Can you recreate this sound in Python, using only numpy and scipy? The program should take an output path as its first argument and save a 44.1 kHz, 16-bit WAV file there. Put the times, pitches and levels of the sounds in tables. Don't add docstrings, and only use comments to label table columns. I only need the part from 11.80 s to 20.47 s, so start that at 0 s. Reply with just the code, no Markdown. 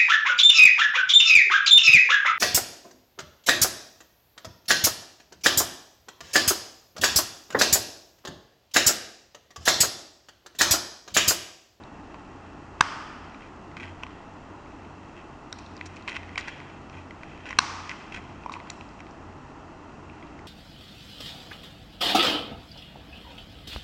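import sys
import numpy as np
from scipy import signal
from scipy.fft import rfft, irfft
from scipy.io import wavfile

SR = 44100
rng = np.random.default_rng(int(sys.argv[2]) if len(sys.argv) > 2 else 0)


def output_pcm(signal):
    pcm = np.clip(np.atleast_2d(signal).T, -1, 1) * 32767
    wavfile.write(sys.argv[1], SR, np.round(pcm).astype(np.int16))


def gain_from_db(level_db):
    decades = np.asarray(level_db, float) / 20
    return 10 ** decades


N = 382347


def rms_one(x):
    return x / np.sqrt(np.mean(x ** 2) + 1e-20)


def at_hz(points, hz, axis=1):
    points = np.array(points)
    return np.interp(np.log(hz + 1), np.log(points[:, 0]), points[:, axis])


def coloured(spectrum):
    gain = gain_from_db(at_hz(spectrum, np.linspace(0, SR / 2, N // 2 + 1)))
    return rms_one(irfft(rfft(rng.standard_normal(N)) * gain, N))


def ring(clicks, modes):
    out = 0
    for k, (hz, width_hz, db) in enumerate(modes):
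        radius = np.exp(-np.pi * width_hz / SR)
        angle = 2 * np.pi * hz / SR
        poles = [1, -2 * radius * np.cos(angle), radius * radius]
        mode = signal.lfilter([0, np.sin(angle)], poles, clicks + 1e-18)
        out = out + (-1) ** k * gain_from_db(db) * mode
    return out


def add(out, start_s, level_db, sound):
    i = int(start_s * SR)
    out[i:i + len(sound)] += (gain_from_db(level_db) * sound / np.abs(sound).max())[:N - i]


# corner_hz, density_db (per Hz)
RUMBLE_SPECTRUM = [(12, -52), (20, -4.5), (59, -12), (97, -1), (117, -10), (147, -5.5), (216, -3),
                   (287, -3.5), (328, -3), (520, -12), (700, -8.5), (910, -44.5), (1540, -120)]
# corner_hz, density_db (per Hz)
HISS_SPECTRUM = [(350, -29), (600, -16), (685, -8.5), (811, -2), (1410, -8), (1540, -13.5), (1930, -13.5),
                 (2210, -21), (2680, -18.5), (3530, -28), (7200, -31.5), (10700, -51), (13900, -86),
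                 (22000, -120)]
# centre_hz, width_hz, level_db
ROOM_HUMS = [(57.1, 9.2, -57.5), (88.92, 4.2, -54), (139.8, 6.7, -60), (296, 60, -55.5), (2680, 90, -68)]


def background():
    white = rng.standard_normal(N)
    hums = 0
    for hz, width_hz, level_db in ROOM_HUMS:
        resonance = [(hz, width_hz, 0)]
        hums = hums + gain_from_db(level_db) * rms_one(ring(ring(white, resonance), resonance))
    return gain_from_db(-47.5) * coloured(RUMBLE_SPECTRUM) + gain_from_db(-49.5) * coloured(HISS_SPECTRUM) + hums


# band_hz, t60_s
ROOM_DECAY = [(250, .8), (600, 1.1), (1100, 1.68), (2000, 1.44), (3700, 1.33), (5500, 1.14), (9000, 1.1)]


def room(x):
    level_db, onset_s = -7.5, 0.016
    t = np.arange(int(1.5 * SR)) / SR
    white = rng.standard_normal((2, len(t)))
    edges = 180 * 2 ** np.arange(0, 6.1, 1 / 3)
    tail = 0
    for k, (low, high) in enumerate(zip(edges, edges[1:])):
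        bandpass = signal.butter(2, [low, high], "band", fs=SR, output="sos")
        band = signal.sosfilt(bandpass, white[k % 2])
        tail = tail + band * gain_from_db(-60 * t / at_hz(ROOM_DECAY, low * 1.3))
    tail = tail * (1 - np.exp(-(t / onset_s) ** 2)) / np.sqrt(SR / 20)
    return gain_from_db(level_db) * signal.fftconvolve(x, tail)[:N]


# delay_ms, level_db
NEAR_ECHOES = [(7.5, -31.5), (12.1, -34), (14.4, -31.5), (16.3, -34), (20.5, -41), (27, -41)]


def early(x):
    return sum(gain_from_db(level_db) * np.roll(x, int(delay_ms * SR / 1000)) for delay_ms, level_db in NEAR_ECHOES)


def blurred(modes):
    spread = 2.3
    return [(hz, width_hz * spread, db + 10 * np.log10(spread)) for hz, width_hz, db in modes]


def grains(per_s, spread_db, size):
    strength = gain_from_db(spread_db * np.minimum(rng.exponential(1, size), 3)) * rng.choice([-1, 1], size)
    return (rng.random(size) < per_s / SR) * strength


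def struck(modes, hz, fall_db, draw=0):
    draw = np.zeros(len(modes)) + draw
    return [(mode_hz, width_hz, db - fall_db * abs(np.log2(mode_hz / hz)) - 7 * chance)
            for (mode_hz, width_hz, db), chance in zip(modes, draw)]


# mode_hz, width_hz, level_db
SHELL_MODES = [(1504, 140, 6.5), (1980, 130, 5), (2380, 286, 9), (2623, 240, 8.5), (3220, 250, 4.5)]
# mode_hz, width_hz, level_db
LINK_MODES = [(3800, 354, -3.5), (4400, 126, -8), (4820, 200, -6), (5700, 280, -0.5), (6250, 400, -1.5),
              (7050, 510, 0), (8060, 520, -4.5), (8860, 1400, -3)]
# start_s, pressure_db
FINGER_PRESSURE = [(0.0, -60), (0.9, -61), (1.5, -51.5), (1.64, -67), (2.11, -62.5), (3.35, -59),
                   (3.6, -64), (3.92, -55), (4.2, -51.5), (4.52, -57), (4.61, -40.5), (4.9, -52),
                   (5.25, -68), (5.49, -50.5), (6.2, -48), (6.4, -54.5), (7.4, -62), (8.67, -63)]


def rubbing(per_s=4000, spread_db=5.5):
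    slips = grains(per_s, spread_db, size=N)
    pressure_db = np.interp(np.arange(N) / SR, *np.transpose(FINGER_PRESSURE))
    shell = ring(slips, struck(SHELL_MODES, 2660, 8.1))
    link_db = -71 + .25 * (pressure_db + 55)
    return gain_from_db(pressure_db - 4.5) * rms_one(shell) + gain_from_db(link_db) * rms_one(ring(slips, LINK_MODES))


# mode_hz, width_hz, level_db
LID_CAVITY = [(1018, 218, 0)]
# start_s, length_ms, level_db, shell_pitch_hz
HINGE_SCRAPES = [(1.60, 86, -51.5, 2380), (1.968, 25, -42, 2270), (2.0, 35, -41, 2400),
                 (2.029, 83, -46, 2500), (2.225, 20, -44, 2500), (3.36, 70, -53, 2600),
                 (4.16, 17, -45.5, 2400), (4.281, 33, -33, 2360), (4.311, 67, -40, 2450),
                 (4.358, 15, -34.5, 2350), (4.582, 27, -37.5, 2100), (4.675, 26, -35.5, 2086),
                 (5.122, 117, -50, 2450), (5.654, 40, -42.5, 2190), (5.685, 60, -42.5, 2160),
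                 (5.768, 5.9, -46.5, 2494), (6.092, 38, -39, 2110), (6.32, 30, -43, 2280),
                 (6.343, 41, -36, 2430), (6.861, 84, -53, 2450), (8.301, 330, -60.5, 2510),
                 (6.738, 22, -42, 2400)]
# start_s, length_ms, level_db (of the links)
CHAIN_SLIDES = [
    (3.783, 15, -52),
    (4.055, 21, -46.5),
    (4.16, 17, -55),
    (4.582, 28, -46),
    (6.719, 31, -52),
    (6.9, 5.9, -42),
]


def scrapes(per_s=2500, spread_db=6.5):
    out, t = np.zeros(N), np.arange(12000) / SR
    slide_shell_db, slide_shell_hz = -3.5, 2400
    rows = [(*row, -16) for row in HINGE_SCRAPES]
    rows += [(s, ms, db + slide_shell_db, slide_shell_hz, -slide_shell_db) for s, ms, db in CHAIN_SLIDES]
    for start_s, length_ms, level_db, hz, link_db in rows:
        slips = grains(per_s, spread_db, size=len(t))
        shell = rms_one(ring(slips, struck(SHELL_MODES, hz, 11.7)))
        links = gain_from_db(link_db) * rms_one(ring(slips, LINK_MODES))
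        cavity = gain_from_db(-15.5) * rms_one(ring(slips, LID_CAVITY))
        part = t / (length_ms / 1000)
        envelope = np.minimum(part / 0.084, 1) * np.exp(-part ** 3) * gain_from_db(-3 * part)
        i = int(start_s * SR)
        out[i:i + len(t)] += gain_from_db(level_db) * (shell + links + cavity) * envelope
    return out


def contact(draw, ms, hz, size=2048):
    clicks = np.zeros(size)
    after = np.sort(draw[0, :4]) * ms / 1000
    halves = np.round((after - after[0]) * 2 * hz)
    strength = gain_from_db(-6 * draw[2, :4] - 2.1 * np.arange(4))
    np.add.at(clicks, np.round(halves * SR / (2 * hz)).astype(int), (-1) ** halves * strength)
    return clicks


# start_s, level_db, pitch_hz
FIRM_TICKS = [(1.9682, -26.5, 2230), (1.9992, -30, 2400), (2.03, -28.5, 2440), (2.2339, -20.5, 2660),
              (3.727, -30.5, 1650), (4.011, -22.5, 2220), (4.2771, -21, 2380), (4.2818, -22, 2450),
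              (4.2948, -30, 2300), (4.352, -28.5, 2620), (4.3658, -21.5, 2150), (4.3701, -28, 2420),
              (4.5572, -24.5, 2300), (4.5772, -18, 2950), (4.579, -17, 2050), (4.59, -26, 2060),
              (4.6814, -26, 1980), (4.802, -30, 2020), (5.308, -31.5, 2100), (5.433, -28.5, 2030),
              (5.668, -32, 1980), (5.691, -28.5, 2580), (5.7069, -25.5, 1960), (5.728, -23, 2080),
              (6.0933, -19.5, 2150), (6.114, -24, 2130), (6.3432, -27, 2360), (6.738, -26, 2380),
              (6.8009, -33.5, 1990), (6.8996, -33, 2680)]
# start_s, level_db
LIGHT_TOUCHES = [(0.3432, -36.5), (1.5447, -36), (1.914, -41), (2.037, -33), (2.0547, -37), (2.266, -38),
                 (2.3067, -42), (2.8589, -42), (2.919, -45), (3.0494, -42), (3.3998, -43), (3.7904, -41),
                 (4.1668, -36), (4.431, -32.5), (4.4917, -35.5), (4.9, -40), (5.0972, -39.5), (5.171, -41),
                 (5.576, -41), (5.6557, -31), (6.324, -41), (6.6353, -40), (6.8728, -41), (7.0095, -32.5),
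                 (7.192, -40), (7.2036, -32.5), (7.267, -39.5), (8.2975, -39.5), (8.426, -35.5),
                 (8.5907, -39.5)]
# start_s, level_db, pitch_hz
LINK_PINGS = [(0.0368, -41.5, 3800), (3.7268, -21, 3800), (3.727, -32, 7200), (3.8626, -39.5, 3880),
              (3.9663, -36, 4900), (3.9764, -41, 3930), (4.0634, -46, 5610), (4.0686, -41, 5680),
              (4.1666, -39, 5150), (4.2238, -44, 4030), (4.2779, -33, 4120), (4.2948, -32, 3840),
              (4.3654, -33, 3600), (4.579, -25.5, 4720), (4.6094, -31.5, 3630), (4.6814, -34.5, 4650),
              (5.0968, -46, 5680), (5.6915, -38, 5490), (5.7069, -37, 5870), (6.0935, -28, 5250),
              (6.6953, -44, 3820), (6.72, -37, 3810), (6.738, -41, 3670), (6.9, -28, 3940),
              (6.902, -24, 7050), (6.9105, -49, 4400), (6.9165, -45, 5700), (7.089, -46, 4930),
              (7.3098, -45.5, 5170), (8.4694, -52.5, 3750)]
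# start_s, level_db
LID_KNOCKS = [(0.3434, -35), (2.2344, -27.5), (2.266, -37), (4.2768, -32), (4.282, -36), (4.3666, -37),
              (4.5765, -26), (4.6814, -36), (5.7069, -33.5), (5.7279, -35.5), (6.6613, -22.5),
              (6.6957, -25), (6.721, -32), (6.7548, -31), (6.7642, -29.5), (6.8009, -42), (6.7683, -32.5)]


def strikes():
    # shell_db, cavity_db, link_db
    tick_mix, touch_mix = (0, -17, -18), (0, -12, -12.5)
    ping_mix, knock_mix = (-10.5, -24, 0), (-14, 0, -22)
    rows = [(s, db, tick_mix, hz, 0) for s, db, hz in FIRM_TICKS]
    rows += [(s, db, touch_mix, 0, 0) for s, db in LIGHT_TOUCHES]
    rows += [(s, db, ping_mix, 0, hz) for s, db, hz in LINK_PINGS]
    rows += [(s, db, knock_mix, 0, 0) for s, db in LID_KNOCKS]
    return rows


def ticks():
    direct, send = np.zeros(N), np.zeros(N)
    crack = [(2600, 2700, 0)]
    rows = strikes()
    for (s, db, mix, hz, link_hz), draw in zip(rows, rng.random((len(rows), 6, 8))):
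        shell_db, cavity_db, link_db = mix
        hz = hz or np.interp(draw[5, 1], [0, 1], (1944, 2700))
        link_hz = link_hz or np.interp(draw[5, 2] ** 2, [0, 1], (3600, 5700))
        shell = struck(SHELL_MODES, hz, 14, draw[3, :5])
        links = struck(LINK_MODES, link_hz, 14, draw[4])
        for modes, rel_db, pitch_hz in [(shell, shell_db, hz), (links, link_db, link_hz)]:
            add(direct, s, db + rel_db, ring(contact(draw, 1.6, pitch_hz), modes))
            add(send, s, db + rel_db, ring(contact(draw, 0, pitch_hz), blurred(modes)))
        add(direct, s, db + shell_db - 11, ring(contact(draw, 0.7, crack[0][0]), crack))
        cavity = [(f * (0.95 + 0.14 * draw[5, 0]), width_hz, g) for f, width_hz, g in LID_CAVITY]
        knock = ring(ring(contact(draw, 0, hz), cavity), cavity)
        add(direct, s - .0006, db + cavity_db, knock)
        add(send, s, db + cavity_db + 0.5, knock)
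    return direct, send


def wash(spectrum, size=2048):
    gain = gain_from_db(at_hz(spectrum, np.linspace(0, SR / 2, size // 2 + 1)))
    click = np.roll(irfft(gain), size // 2)
    return click / click.max()


# start_s, blow_db, sign (push +1, pull -1)
SNAP_IMPACTS = [
    [(1.0068, -25, 1), (1.0077, -11, -1), (1.0089, 6, 1), (1.0098, 1.5, 1), (1.0108, -1.5, 1),
     (1.0117, -35, 1)],
    [(5.7862, -26.5, 1), (5.7872, -5.5, -1), (5.7881, 9.5, 1), (5.7890, -20, 1), (5.7899, 3.5, 1),
     (5.7908, -9.5, 1)],
]
# mode_hz, width_hz, level_db
SNAP_CASE_MODES = [
    [(1070, 490, -1), (1630, 160, 1.5), (2530, 310, 1), (3720, 550, -7), (4530, 220, -38), (4830, 100, -21),
     (5400, 180, -27), (5940, 530, -19), (6140, 130, -13), (7600, 150, -24.5)],
    [(1035, 175, -8), (1550, 210, -7), (2030, 60, -40), (2630, 440, -2.5), (4300, 180, -2),
     (5760, 1700, -16), (5785, 260, -7.5), (7090, 240, -20.5), (7580, 300, -36.5), (9800, 330, -37.5)],
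]
# mode_hz, width_hz, level_db
SNAP_RIM_MODES = [
    [(910, 230, -8), (2050, 490, -17)],
    [(890, 190, -19.5), (3870, 390, -7)],
]
# direct_db, room_send_db
SNAP_LEVELS = [(-3, -10), (-4.5, -9)]
# (extra, per s per 100 Hz of pitch)
THUMB_DAMPING = [(0.92, 250), (0.53, 249.5)]
# corner_hz, density_db (per Hz)
SNAP_ROOM_COLOUR = [
    [(260, -46), (450, -30), (541, -28), (570, -18), (1230, -3), (2130, -15.5), (3210, -16.5),
     (3860, -25.5), (5020, -18), (7260, -30.5), (8850, -35.5), (10500, -54), (13600, -88), (22000, -120)],
    [(260, -55), (450, -24), (500, -18), (601, -37.5), (714, -12), (1150, -3), (1400, -9.5), (1820, -13.5),
     (2500, -14), (3080, -19), (5800, -15.5), (10500, -43), (13600, -79.5), (22000, -120)],
]


def snaps():
    direct, send, t = np.zeros(N), np.zeros(N), np.arange(2048) / SR
    for k, draw in enumerate(rng.normal(0, 1, (2, 10, 6))):
        s, blow_db, sign = np.transpose(SNAP_IMPACTS[k])
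        direct_db, send_db = SNAP_LEVELS[k]
        delay_ms, damping_db = THUMB_DAMPING[k]
        held_s = np.maximum(t - (s[-1] - s[0]) - delay_ms / 1000, 0)
        i = int(s[0] * SR)
        for m, mode in enumerate(SNAP_CASE_MODES[k] + SNAP_RIM_MODES[k]):
            share = np.cos(draw[m % 10] * min(mode[0] / 2500, 1.6))
            clicks = np.zeros(2048)
            clicks[((s - s[0]) * SR).astype(int)] = (-1) ** m * np.sign(sign) * gain_from_db(blow_db) * share
            thumb_db = damping_db * held_s * max(mode[0] - 700, 0) / 100
            direct[i:i + 2048] += gain_from_db(direct_db - thumb_db) * ring(clicks, [mode])
        add(send, s[2] - 1024 / SR, send_db + 12, wash(SNAP_ROOM_COLOUR[k]))
    return direct, send


def scene():
    snap, snap_send = snaps()
    tick, tick_send = ticks()
    scrape = scrapes()
    send = snap_send + gain_from_db(-6.5) * tick_send + gain_from_db(-5.5) * scrape
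    watch = snap + tick + scrape + rubbing()
    mix = watch + early(snap + gain_from_db(3.5) * tick) + room(send) + background()
    return mix[None]


def limit(x, top, hardness):
    return x / (1 + np.abs(x / top) ** hardness) ** (1 / hardness)


def band_limit(x):
    return signal.sosfilt(signal.butter(12, 15800, fs=SR, output="sos"), x)


def record(dry):
    clipped = limit(dry, .57, 5.7)
    cut = signal.sosfilt(signal.cheby2(12, 60, 11050, fs=SR, output="sos"), clipped)
    cut = signal.sosfilt(signal.butter(2, 8700, fs=SR, output="sos"), cut)
    whine_hz, whine_db = SR / 4, -96
    whine = gain_from_db(whine_db) * np.sqrt(2) * np.sin(2 * np.pi * whine_hz * np.arange(N) / SR + .5)
    return band_limit(limit(cut, .735, 60) + whine)


dry = scene()
out = record(dry)
output_pcm(out)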